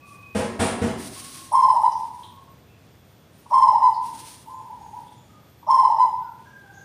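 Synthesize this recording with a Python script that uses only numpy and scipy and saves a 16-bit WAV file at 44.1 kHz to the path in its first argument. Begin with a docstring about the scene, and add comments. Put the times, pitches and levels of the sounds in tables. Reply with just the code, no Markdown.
"""One microphone in the ringing wooden hall of a house; outside, a low rumble, a thin whine, faint
insects and distant birds. Three heavy bumps set the woodwork booming, then something rustles close by.
A zebra dove in a hanging cage coos a rolling six-note phrase, each note a throat puff and a near sine
that leaps up in pitch, and the cage ticks. The dove repeats it, a second dove answers from far off,
slower and lower, and the caged bird sings a third time."""
import sys
import numpy as np
from scipy import signal
from scipy.fft import rfft, irfft
from scipy.io import wavfile
from scipy.ndimage import uniform_filter1d

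SR = 44100
rng = np.random.default_rng(int(sys.argv[2]) if len(sys.argv) > 2 else 0)


def dump_mix(stems):
    """Bounce the given channels to the path in sys.argv[1] as a 16-bit WAV at rate SR."""
    frames = np.atleast_2d(stems).T  # one column per channel
    limited = np.clip(frames, -1, 1)  # hard clip at full scale
    pcm = np.round(limited * 32767).astype(np.int16)
    wavfile.write(sys.argv[1], SR, pcm)


N = 301644


def undb(db):
    """Decibels to gain."""
    return 10 ** (np.asarray(db) / 20)


def level(x, db):
    """Scale to an rms level."""
    return x * undb(db) / np.sqrt(np.mean(x ** 2) + 1e-20)


def seconds(length):
    """Time axis of a short sound."""
    return np.arange(int(length * SR)) / SR


def add(track, start, x):
    """Mix a sound into a track at a start time in seconds."""
    i = max(int(start * SR), 0)
    track[i:i + len(x)] += x[:max(N - i, 0)]


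def on_log_axis(hz, points):
    """Read (f/Hz, value) points on a log-frequency axis."""
    f, value = np.transpose(points)
    return np.interp(np.log(hz + 1), np.log(f), value)


def noise(size, colour):
    """Unit noise with a spectrum of (f/Hz, level/dB) points."""
    gain = undb(on_log_axis(np.fft.rfftfreq(size, 1 / SR), colour))
    return level(irfft(rfft(rng.standard_normal(size)) * gain, size), 0)


def band(size, hz, width):
    """Unit noise in one steep resonance."""
    gain = 1 / (1 + (2 * (np.fft.rfftfreq(size, 1 / SR) - hz) / width) ** 4)
    return level(irfft(rfft(rng.standard_normal(size)) * gain, size), 0)


def walk(size, rate):
    """Random wander with a spread near 1, turning `rate` times a second."""
    steps = np.arange(size) * rate / SR
    count = int(steps[-1]) + 2
    return np.interp(steps, np.arange(count), rng.standard_normal(count))


def hall(x, build_s):
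    """The hall's diffuse ring, at unit power: it builds up, then dies sooner in the treble."""
    # ring time of the hall: f/Hz, t60/s
    ring_times = [(100, .8), (300, .85), (1000, .76), (2500, .76), (5000, .6), (10000, .48), (15000, .4)]
    t, tail = seconds(1.4), 0
    hz = np.fft.rfftfreq(len(t), 1 / SR)
    spectrum = rfft(rng.standard_normal(len(t)))
    octave = np.round(np.log2(np.maximum(hz, 125) / 125))
    for k in np.unique(octave):
        t60 = on_log_axis(hz[octave == k].mean(), ring_times)
        tail = tail + irfft(spectrum * (octave == k), len(t)) * undb(-60 * t / t60)
    response = rfft(tail * (1 - np.exp(-t / build_s)))
    # many overlapping room modes carry equal power in every narrow band
    response /= np.sqrt(uniform_filter1d(np.abs(response) ** 2, size=90))
    return signal.fftconvolve(x, irfft(response, len(t))[:SR])[:N]


def panel(x, hz, width_hz):
    """The broad resonance of a wall panel, gain 1 at the centre."""
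    return signal.lfilter(*signal.iirpeak(hz, hz / width_hz, fs=SR), x)


def yard(db):
    """Steady rumble and hiss from outdoors."""
    # spectrum of the outdoor air: f/Hz, relative level/dB
    colour = [(25, -26.5), (45, -14.5), (70, -5.5), (100, 0.5), (170, -4.5), (250, -9.5), (400, -13),
              (700, -16.5), (1500, -23.5), (3200, -28), (7000, -34.5), (9500, -43.5), (11500, -44.5),
              (15400, -42)]
    return level(noise(N, colour) * undb(.7 * walk(N, 9)), db)


def whine(start_hz, sag_hz_per_s, waver_hz, line_db, halo_db):
    """A flickering high line in a narrow halo of hiss; both sink together."""
    hz = start_hz - sag_hz_per_s * np.arange(N) / SR + waver_hz * walk(N, 300)
    line = undb(line_db + 4 * walk(N, 25) + 2 * walk(N, 4))
    halo = undb(halo_db) * band(N, 0, 700) * undb(3 * walk(N, 14))
    return np.sin(2 * np.pi * np.cumsum(hz) / SR) * (line + halo)


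def insects(hz, width_hz, db):
    """A faint, steady insect chorus outside."""
    return band(N, hz, width_hz) * undb(db + 2 * walk(N, 5.2))


def far_birds():
    """Whistles and twitter of distant birds reach the microphone mostly by way of the hall."""
    # whistled notes: t/s, length/s, first f/Hz, last f/Hz, level before the hall/dB
    whistles = [(0, 0.26, 1145, 1113, -52.5), (0, 0.083, 2530, 2510, -54.5),
                (0.122, 0.25, 2488, 2517, -53.5), (1.161, 0.03, 1113, 1073, -46.5),
                (1.331, 0.12, 1099, 1066, -51), (2.116, .07, 990, 986, -40.5),
                (2.206, 0.253, 1104, 1080, -55.5), (5.285, 0.083, 1265, 1216, -59),
                (6.207, 0.114, 1518, 1328, -56.5), (6.444, 0.15, 1646, 1597, -52.5),
                (6.631, 0.21, 1523, 1633, -54), (6.62, 0.17, 807, 801, -53.5)]
    # twitter: t/s, length/s, centre f/Hz, width/Hz, level before the hall/dB
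    twitter = [(2.62, 0.18, 2600, 400, -69.5), (4.45, 0.2, 7000, 700, -72), (4.73, 0.22, 6680, 706, -70.5),
               (5.04, 0.094, 3500, 610, -65.5), (5.08, 0.26, 6980, 715, -74), (6.42, 0.13, 5970, 706, -76),
               (6.71, 0.1, 6440, 1015, -63)]
    calls = np.zeros(N)
    for start, length, first_hz, last_hz, db in whistles:
        size = len(seconds(length))
        hz = np.linspace(first_hz, last_hz, size) * (1 + 0.017 * walk(size, 170))
        swell = signal.windows.tukey(size, .3) * undb(2.7 * walk(size, 40))
        add(calls, start, level(np.sin(2 * np.pi * np.cumsum(hz) / SR) * swell, db))
    for start, length, hz, width, db in twitter:
        size = len(seconds(length))
        chirp = band(size, hz, width) * np.hanning(size) * undb(4.6 * walk(size, 50))
        add(calls, start, level(chirp, db))
    return undb(-2.5) * calls + undb(1.5) * hall(calls, build_s=0.0077)


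def rustle(grain_db, flutter_db, attack_s=0.055, release_s=0.12, rest_db=-72):
    """Light strokes of rubbing close to the microphone: a hiss of tiny uneven slips over a low scuff."""
    # strokes that swell, hold and die away: t/s, length/s, level/dB
    strokes = [(0.04, 0.085, -58.5), (0.962, 0.44, -42), (1.51, 0.7, -57), (3.3, 1, -63), (4, .3, -48.5),
               (4.15, 0.046, -44.5), (4.45, 0.7, -67)]
    # spectrum of the slips: f/Hz, relative level/dB
    colour = [(500, -17.5), (1000, -10), (2000, -9), (3800, -5.5), (5700, -5.5), (7500, -9.5), (9200, 0),
              (10500, -6.5), (12000, -15), (15400, -15)]
    t, power = np.arange(N) / SR, undb(rest_db) ** 2
    for start, length, db in strokes:
        rise = np.clip((t - start) / attack_s, 0, 1)
        fall = np.exp(-np.maximum(t - start - length, 0) / release_s)
        power = power + (undb(db) * rise * fall) ** 2
    hiss = noise(N, colour) * undb(grain_db * walk(N, 810) + flutter_db * walk(N, 40))
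    scuff = undb(-11.5) * band(N, 290, 120)
    return (hiss + scuff) * np.sqrt(power)


def cage_ticks(rise_s=0.0023):
    """Light ticks around the cage, each a narrow burst of noise with its share of the hall."""
    # ticks: t/s, centre f/Hz, width/Hz, gain/dB, decay/s
    ticks = [(1.523, 9400, 2200, -36.5, 0.015), (1.720, 9300, 2000, -43, 0.013),
             (1.816, 9700, 3000, -43, 0.014), (1.917, 5430, 1360, -43, 0.021),
             (2.232, 3530, 1000, -43.5, 0.021), (3.459, 957, 252, -38, .01),
             (3.939, 4697, 1400, -44.5, 0.017), (5.625, 980, 249, -43, 0.014)]
    direct, t = np.zeros(N), seconds(0.27)
    for start, hz, width, db, decay in ticks:
        envelope = (1 - np.exp(-t / rise_s)) * np.exp(-t / decay)
        add(direct, start, undb(db) * band(len(t), hz, width) * envelope)
    return direct + undb(-1.0) * hall(direct, build_s=0.0041)


def bumps(rise_s, fall_s, thump_rise_s):
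    """Each bump, a short clatter with a scrape on top, sets the woodwork booming and the hall ringing."""
    # heavy bumps: t/s, clatter gain/dB, thump gain/dB, scrape gain/dB
    hits = [(.347, -20.5, -29.5, -36.5), (0.591, -20, -25, -24), (.813, -22.5, -25, -49)]
    # spectra of the clatter and the scrape: f/Hz, relative level/dB
    clatter_colour = [(50, -19.5), (90, -4.5), (150, -9), (230, -1.5), (310, -11), (480, -8.5),
                      (750, -10.5), (1100, -18), (1900, -21.5), (3400, -29.5), (7000, -35), (9300, -31.5),
                      (12000, -48.5), (15000, -57)]
    scrape_colour = [(900, 8), (2300, 2), (3500, -1.5), (6500, -11), (8200, -1.5), (9300, 4), (10300, -5),
                     (11700, -25), (15000, -23.5)]
    # modes of the woodwork: f/Hz, t60/s, relative level/dB
    wood_modes = [(91, 0.22, 5.5), (189, 0.97, -8.5), (232.4, 0.63, 2), (368, .7, -15), (467, 0.35, -11),
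                  (472, 0.43, 2)]
    impacts, boom, t = np.zeros(N), np.zeros(N), seconds(1.1)
    blow = (1 - np.exp(-t / rise_s)) * np.exp(-t / fall_s)
    blow /= blow.max()
    for start, clatter_db, thump_db, scrape_db in hits:
        clatter = undb(clatter_db) * noise(len(t), clatter_colour)
        scrape = undb(scrape_db) * noise(len(t), scrape_colour)
        add(impacts, start, blow * (clatter + scrape))
        ring = 0
        for hz, t60, db in wood_modes:
            mode = undb(db - 60 * t / t60) * np.sin(2 * np.pi * (hz * t + rng.random()))
            ring = ring + mode * (1 + 0.29 * walk(len(t), 38))
        add(boom, start, undb(thump_db) * ring * (1 - np.exp(-t / thump_rise_s)))
    return boom + undb(-3.5) * impacts + undb(1.5) * hall(impacts, build_s=0.0049)


def puff(db, length_s=.038):
    """The dove's throat opens with a soft puff of air through its resonances."""
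    # throat resonances: f/Hz, width/Hz, relative level/dB
    throat = [(623, 52, -6), (919, 220, 7.5), (1166, 200, -11.5), (5470, 700, -22)]
    size = len(seconds(length_s))
    air = sum(undb(gain_db) * band(size, hz, width) for hz, width, gain_db in throat)
    return level(air * np.hanning(size), db)


def coo(length, top_hz, stretch, waver=.008, rasp_db=.3):
    """One note, as tone and rough overtones: a near sine that leaps up, holds and sags as it closes."""
    # how beak and throat colour the overtones: f/Hz, gain/dB
    beak = [(1800, -25), (2100, -38), (3150, -37), (4250, -39), (4700, -45), (5100, -28.5), (5350, -28),
            (5800, -43), (7400, -45), (8500, -41.5), (9600, -37), (10500, -54), (12000, -56)]
    # times and rates run on the note's own clock, which `stretch` slows
    t = seconds(length * stretch) / stretch
    attack_s, leap_at_s, leap_s, close_s = 0.01, .0135, .0024, .014
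    droop_hz_per_s, swell_db_per_s, buzz_fade_db_per_s = 410, 35, 169.5
    low_ratio, sag_share = .83, .16  # starting over top pitch; share of pitch lost in closing
    leap = .5 + .5 * np.tanh((t - leap_at_s) / (2 * leap_s))
    closing = np.clip(1 - (length - t) / close_s, 0, 1)
    held_hz = top_hz - droop_hz_per_s * (t - length / 2)
    hz = held_hz * (low_ratio + (1 - low_ratio) * leap) * (1 - sag_share * closing ** 2)
    phase = 2 * np.pi * np.cumsum(hz * (1 + waver * walk(len(t), 500))) / SR
    overtones = sum(undb(on_log_axis(k * hz, beak) + 2.9 * walk(len(t), 200)) * np.sin(k * phase)
                    for k in range(2, 12))
    # overtones are weak before the leap, strongest just after it, then fade
    buzz = undb(-10 + 16 * leap ** 2 - buzz_fade_db_per_s * t) * (1 - closing ** 2) ** 2
    airflow = np.sin(np.pi / 2 * np.minimum(t / attack_s, 1)) ** 2 * np.cos(np.pi / 2 * closing ** 3)
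    swell = undb(swell_db_per_s * (t - length / 2) + rasp_db * walk(len(t), 600))
    return np.sqrt(2) * airflow * swell * np.array([np.sin(phase), overtones * buzz])


def sing(start, stretch, last_note, db, pitch=1, puff_lead_s=.021):
    """One dove phrase, slowing and falling, a puff ahead of each note; gives round tone and overtones."""
    # the six notes before stretch and pitch shift: t/s, length/s, top f/Hz, note gain/dB, puff gain/dB
    notes = [(0, .045, 1077, -13, -24.5), (.039, .043, 1075, -15, -38.5), (.080, .046, 1053, -13, -44),
             (.140, .042, 1027, -13, -35), (.211, .035, 992, -15.5, -27.5), (.291, .076, 1006, -13, -28.5)]
    tone, overtones = np.zeros((2, N))
    for k, (after, length, top_hz, note_db, puff_db) in enumerate(notes):
        at = start + after * stretch
        held = last_note if k == len(notes) - 1 else 1
        note, buzz = undb(note_db) * coo(length * held, top_hz * pitch, stretch)
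        add(tone, at - puff_lead_s, puff(puff_db))
        add(tone, at, note)
        # higher notes are pressed harder and buzz more
        add(overtones, at, buzz * (top_hz / 1050) ** 7)
    return undb(db) * np.array([tone, overtones])


def far_dove():
    """The answer from far off: only the round tone carries; the boards bring out each note's low start."""
    tone, _ = sing(start=4.47, stretch=1.56, last_note=.7, db=-25.5, pitch=0.97)
    boards = undb(-5.5) * tone + undb(-2) * panel(tone, hz=855, width_hz=81)
    return undb(-1.0) * boards + undb(1.0) * hall(boards, build_s=0.0054)


def caged_dove():
    """The near dove: the round tone comes mostly direct, with first echoes off the nearest boards, and only a
    weaker, board-coloured share of it reaches the hall; the overtones sound direct and through the hall at
    equal strength."""
    # phrases: t/s, time stretch, share of the last note's full length, gain/dB
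    phrases = [(1.531, 1.03, .6, -0.5), (3.521, 1.002, 1, 0.16), (5.685, 1.0, 1, -0.6)]
    # first echoes off the nearest boards: delay/ms, gain/dB
    echoes = [(5.65, -11.5), (18.05, -15)]
    tone, overtones = sum(sing(*phrase) for phrase in phrases)
    buzz = undb(-4.5) * overtones
    near = tone.copy()
    for ms, db in echoes:
        add(near, ms / 1000, undb(db) * tone)
    # the boards favour the low ends of each note, so the tail sinks in pitch
    boards = undb(-8.0) * near + undb(-2.5) * panel(near, hz=864, width_hz=163)
    return undb(-2) * near + buzz + hall(undb(-0.33) * boards + buzz, build_s=0.0037)


def scene():
    """Everything as it reaches one microphone in the hall."""
    background = (yard(db=-51.5)
                  + whine(start_hz=13690, sag_hz_per_s=62, waver_hz=50, line_db=-71, halo_db=-76)
                  + insects(hz=3410, width_hz=270, db=-75))
    knocks = bumps(rise_s=0.019, fall_s=0.026, thump_rise_s=0.0055) + cage_ticks()
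    birds = caged_dove() + far_dove() + far_birds()
    return (background + knocks + birds + rustle(grain_db=1.0, flutter_db=2.1))[None]


def record(dry):
    """The small microphone loses the deep bass; the recorder cuts the top."""
    bass_cut = signal.butter(2, 55, "highpass", fs=SR, output="sos")
    top_cut = signal.ellip(10, .2, 80, 15300, fs=SR, output="sos")
    return signal.sosfilt(top_cut, signal.sosfilt(bass_cut, dry))


dry = scene()
out = record(dry)
dump_mix(out)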